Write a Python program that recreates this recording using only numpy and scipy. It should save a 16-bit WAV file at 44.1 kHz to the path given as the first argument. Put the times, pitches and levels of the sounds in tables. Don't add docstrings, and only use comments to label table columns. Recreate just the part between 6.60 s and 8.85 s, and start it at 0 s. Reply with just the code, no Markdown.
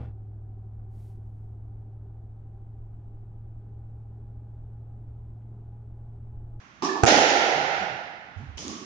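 import sys
import numpy as np
from scipy import signal
from scipy.fft import rfft, irfft
from scipy.io import wavfile
from scipy.ndimage import uniform_filter1d

SR = 44100
rng = np.random.default_rng(int(sys.argv[2]) if len(sys.argv) > 2 else 0)


def wrap_up_sound(samples):
    columns = np.atleast_2d(samples).T
    tamed = np.clip(columns, -1, 1)
    steps = np.round(tamed * 32767).astype(np.int16)
    wavfile.write(sys.argv[1], SR, steps)


N = 99225
T = np.arange(N) / SR
HZ = np.maximum(np.arange(N // 2 + 1) * SR / N, 1)

# f/Hz, t60/s, left level/dB, right level/dB
BALL_MODES = [(195, 0.027, -1.5, -15.5), (399, 0.011, -5.5, 10.5), (734, 0.014, -14.5, 10.5),
              (1303, 0.0096, -8.5, 8), (2350, 0.0071, -19, 1.5)]
# t/s, level/dB
EARLY_RETURNS = [(0.4657, -22.5), (0.468, -11.5), (0.4795, -17), (0.4863, -3.5), (0.49, -18), (0.505, -14),
                 (0.521, -13.5)]
# t/s, f/Hz, half-width/Hz, level/dB
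REBOUNDS = [(.502, 560, 190, -15.5), (.547, 750, 201, -27), (0.569, 616, 228, -11.5)]
# t/s, f/Hz, half-width/Hz, level/dB, t60/s
STRING_SWELLS = [(.222, 393, 13.3, -29.5, 0.64), (.222, 1144, 33, -42.5, 1.0),
                 (.252, 1770, 21, -44.5, 0.45), (0.289, 1738, 38, -34.5, 0.5), (.317, 388, 25, -25.5, 0.26)]
# t/s, f/Hz, level/dB, t60/s
FOOTFALLS = [(0.758, 66.3, -37, 0.55), (0.921, 148.3, -37, 0.95), (1.165, 85, -48, 0.59),
             (1.199, 193, -39, 0.51), (1.291, 129, -44, 0.48), (1.76, 96.4, -32.5, 0.3),
             (1.79, 231, -44.5, 0.4), (1.813, 134, -32, 0.17), (1.865, 76, -30.5, 0.24),
             (1.945, 70, -36, 0.19), (2.036, 85.4, -46, 0.4)]
# t/s, level/dB
SCRAPES = [(1.772, -67), (1.972, -42), (1.996, -42.5), (2.085, -43)]
# t/s, level/dB
KNOCKS = [(2.033, -37), (2.085, -39)]

# f/Hz, relative level/dB
CRACK_SPECTRUM = [(60, -12), (300, 13), (1500, -9.5), (2600, -4), (4000, -9), (6500, 1), (8000, -12),
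                  (12000, -41)]
SLAM_SPECTRUM = [(29, -59.5), (50, -8), (87, -22.5), (222, -9), (296, -3.5), (572, -3.5), (813, -1),
                 (1080, -21.5), (1440, -10.5), (1570, -14), (2040, -11), (2330, -14.5), (2780, -13.5),
                 (4410, -17), (5610, -15.5), (6830, -19), (7970, -53), (8700, -33.5), (9500, -44),
                 (12400, -93), (20900, -120)]
RACKET_SPECTRUM = [(60, -26), (110, -43), (180, -7.5), (300, -2.5), (400, -3.5), (540, -29.5), (700, -11.5),
                   (800, -11), (1000, -12), (1150, -6), (1380, -28), (1750, -25), (2050, -31),
                   (2450, -25.5), (3100, -28), (5600, -23.5), (7000, -31.5), (8000, -46.5), (9500, -52)]
SCRAPE_SPECTRUM = [(200, 7.5), (600, -0.5), (1100, -4), (1600, -11.5), (3000, -3), (4300, -4), (5500, 2),
                   (6700, 0), (8000, -22), (9500, -22)]
KNOCK_SPECTRUM = [(80, -45), (160, -16), (215, 1.5), (370, -2.5), (520, -25), (800, -54), (1100, -12.5),
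                  (1400, -28), (4000, -47)]
TICK_SPECTRUM = [(300, -14), (1500, -11), (3000, -5), (6800, 1), (8000, -16), (12000, -30)]
# f/Hz, relative level/dB
HUSH_SPECTRUM = [(30, -15.5), (70, -5), (110, -3.5), (220, -2.5), (450, -16), (800, -12.5), (1100, -10.5),
                 (2200, -13.5), (3200, -19.5), (4200, -26), (6100, -33), (7200, -43), (9000, -67.5)]
LAST_ECHO_SPECTRUM = [(100, -6.5), (600, 5.5), (1500, -0.5), (2500, -5), (4000, -6.5), (6300, 2),
                      (8000, -26.5)]

# f/Hz, t60/s
COURT_T60 = [(60, 0.45), (150, 0.97), (300, 0.94), (500, 1.414), (800, 1.407), (1800, 1.73), (3200, 1.32),
             (5500, 1.097), (9000, 0.8)]
# f/Hz, correlation
CORRELATION = [(50, 0.3), (200, 1), (450, 1), (800, 0.67), (1200, -0.4), (2000, -0.25), (4000, 0.11),
               (7000, -0.12)]
# f/Hz, level/dB
BALANCE = [(50, -7.5), (200, -7.5), (450, -8), (800, -10), (1200, -7), (2000, -8), (4000, -5.5), (6500, 0)]

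WALL_S, HIT_DB = 0.4353, 9
FLUTTER_S, FLUTTER_STEP_DB = 0.0087, -2.5
CONTACT_RISE_S = 0.00051
LOW_CUT_HZ, TOP_HZ = 40, 9600
LIMIT_DB, RECOVER_DB_PER_S = -6.5, 24


def slap(start_s):
    out = undb(-3) * pan(-3) * crack(start_s, CRACK_SPECTRUM, t60_s=0.005)
    for hz, t60_s, left_db, right_db in BALL_MODES:
        mode = ring(start_s, t60_s, CONTACT_RISE_S) * np.sin(2 * np.pi * hz * (T - start_s))
        out += undb([[left_db], [right_db]]) * mode
    return out


def wall_hit(thump_hz=88, floor_lag_s=0.0026):
    scatter = diffuse(shape(SLAM_SPECTRUM)) * ring(WALL_S, t60_s=0.09, rise_s=CONTACT_RISE_S)
    thump = ring(WALL_S, t60_s=0.04, rise_s=CONTACT_RISE_S) * np.cos(2 * np.pi * thump_hz * (T - WALL_S))
    flutter = sum(undb(k * FLUTTER_STEP_DB) * slap(WALL_S + k * FLUTTER_S) for k in range(4))
    floor = slap(WALL_S + floor_lag_s)
    return undb(-21) * scatter + undb(-5) * pan(16) * thump + flutter + undb(-2.5) * floor


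def court_answer(delay_s=0.0255):
    echo_s = WALL_S + delay_s
    echo = court_echo(echo_s, SLAM_SPECTRUM, rise_s=0.0058)
    returns = sum(undb(db) * crack(start_s, CRACK_SPECTRUM, t60_s=0.0075)
                  for start_s, db in EARLY_RETURNS)
    rebounds = sum(undb(db) * band_noise(hz, half_width_hz) * ring(start_s, t60_s=0.16, rise_s=0.002)
                   for start_s, hz, half_width_hz, db in REBOUNDS)
    court_ring = band_noise(hz=775, half_width_hz=101) * ring(echo_s, t60_s=1.308, rise_s=0.29)
    return undb(-7) * echo + pan(-5) * returns + rebounds + undb(-8.5) * court_ring


def racket_stroke(echo_rise_s=0.0064):
    strings = sum(undb(db) * band_noise(hz, half_width_hz) * ring(start_s, t60_s, rise_s=0.0038)
                  for start_s, hz, half_width_hz, db, t60_s in STRING_SWELLS)
    squeak = band_noise(hz=5700, half_width_hz=450) * ring(0.246, t60_s=0.13)
    slapback = band_noise(hz=880, half_width_hz=150) * ring(0.348, t60_s=0.32, rise_s=echo_rise_s)
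    direct = diffuse(shape(RACKET_SPECTRUM)) * ring(0.2222, t60_s=0.04, rise_s=CONTACT_RISE_S)
    echo = court_echo(0.2215, RACKET_SPECTRUM, echo_rise_s)
    return undb(-27) * direct + undb(-25.5) * echo + strings + undb(-34) * squeak + undb(-28.5) * slapback


def footsteps():
    out = 0
    for start_s, hz, db, t60_s in FOOTFALLS:
        board = pan(-7) * np.sin(2 * np.pi * hz * (T - start_s))
        boom = undb(-4) * band_noise(hz, half_width_hz=hz / 3)
        out += undb(db) * (board + boom) * ring(start_s, t60_s, rise_s=0.01)
    return out


def ball_pick_up():
    tap = band_noise(hz=3300, half_width_hz=820) * ring(1.978, t60_s=0.05, rise_s=0.0019)
    scrapes = sum(undb(db) * court_echo(start_s, SCRAPE_SPECTRUM, rise_s=0.0023) for start_s, db in SCRAPES)
    knocks = sum(undb(db) * court_echo(start_s, KNOCK_SPECTRUM, rise_s=0.015) for start_s, db in KNOCKS)
    tick = crack(2.0812, TICK_SPECTRUM, t60_s=0.004)
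    return undb(-36.5) * tap + scrapes + knocks + undb(-22.5) * tick


def background():
    last_echo = diffuse(shape(LAST_ECHO_SPECTRUM)) * ring(0, t60_s=6.0)
    hush = diffuse(shape(HUSH_SPECTRUM))
    return undb(-65.5) * last_echo + undb(-55) * hush


def court_echo(start_s, spectrum, rise_s, merge_s=0.14):
    spread = 0.53 * np.exp(-np.maximum(T - start_s, 0) / merge_s)
    sizes = np.repeat(rng.standard_normal(N // 16 + 1), 16)[:N]
    grain = np.exp(spread * sizes / 2 - spread ** 2 / 4)
    wash = rfft(diffuse(shape(spectrum), grain))
    out = 0
    for hz in 50 * 2.0 ** np.arange(9):
        octave = np.maximum(1 - abs(np.log2(HZ / hz)), 0)
        out += irfft(wash * octave, N) * ring(start_s, curve(COURT_T60, hz), rise_s)
    return out


def crack(start_s, spectrum, t60_s):
    envelope = ring(start_s, t60_s)
    burst = irfft(rfft(rng.standard_normal((2, N)) * envelope) * shape(spectrum), N)
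    return burst * np.sqrt(np.sum(envelope ** 2) / np.sum(burst ** 2, axis=1, keepdims=True))


def diffuse(colour, grain=1):
    mid, side = rfft(rng.standard_normal((2, N)) * grain)
    correlation = np.clip(curve(CORRELATION), -0.99, 0.99)
    mid *= np.sqrt((1 + correlation) / 2)
    side *= np.sqrt((1 - correlation) / 2)
    left, right = undb(curve(BALANCE) / 2), undb(-curve(BALANCE) / 2)
    mono_gain = np.sqrt(left ** 2 + right ** 2 + 2 * correlation * left * right) / 2
    pair = np.array([left * (mid + side), right * (mid - side)]) / mono_gain
    return irfft(pair * colour / np.sqrt(np.mean(colour ** 2)), N)


def band_noise(hz, half_width_hz):
    return diffuse(1 / (1 + ((HZ - hz) / half_width_hz) ** 2))


def ring(start_s, t60_s, rise_s=0):
    age_s = np.maximum(T - start_s, 0)
    attack = 1 - np.exp(-age_s / max(rise_s, 1 / SR))
    return attack * np.exp(-np.log(1000) * age_s / t60_s)


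def curve(table, hz=HZ):
    table_hz, values = np.array(table, float).T
    return np.interp(np.log(hz), np.log(table_hz), values)


def shape(spectrum):
    return undb(curve(spectrum))


def pan(db):
    return undb(np.array([[db], [-db]]) / 2)


def undb(db):
    return 10 ** (np.asarray(db) / 20)


def scene():
    stroke = racket_stroke()
    hit = undb(HIT_DB) * (wall_hit() + court_answer())
    return stroke + hit + footsteps() + ball_pick_up() + background()


def record(dry):
    sound = signal.sosfilt(signal.butter(2, LOW_CUT_HZ, "high", fs=SR, output="sos"), dry)
    power = uniform_filter1d(np.max(sound ** 2, axis=0), size=96)
    over_db = np.maximum(10 * np.log10(np.maximum(power, 1e-12)) - LIMIT_DB, 0)
    recovery_db = RECOVER_DB_PER_S * T
    duck_db = np.maximum.accumulate(over_db + recovery_db) - recovery_db
    clipped = np.clip(sound * undb(-duck_db), -1, 1)
    return signal.sosfilt(signal.ellip(8, 0.2, 70, TOP_HZ, fs=SR, output="sos"), clipped)


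dry = scene()
out = record(dry)
wrap_up_sound(out)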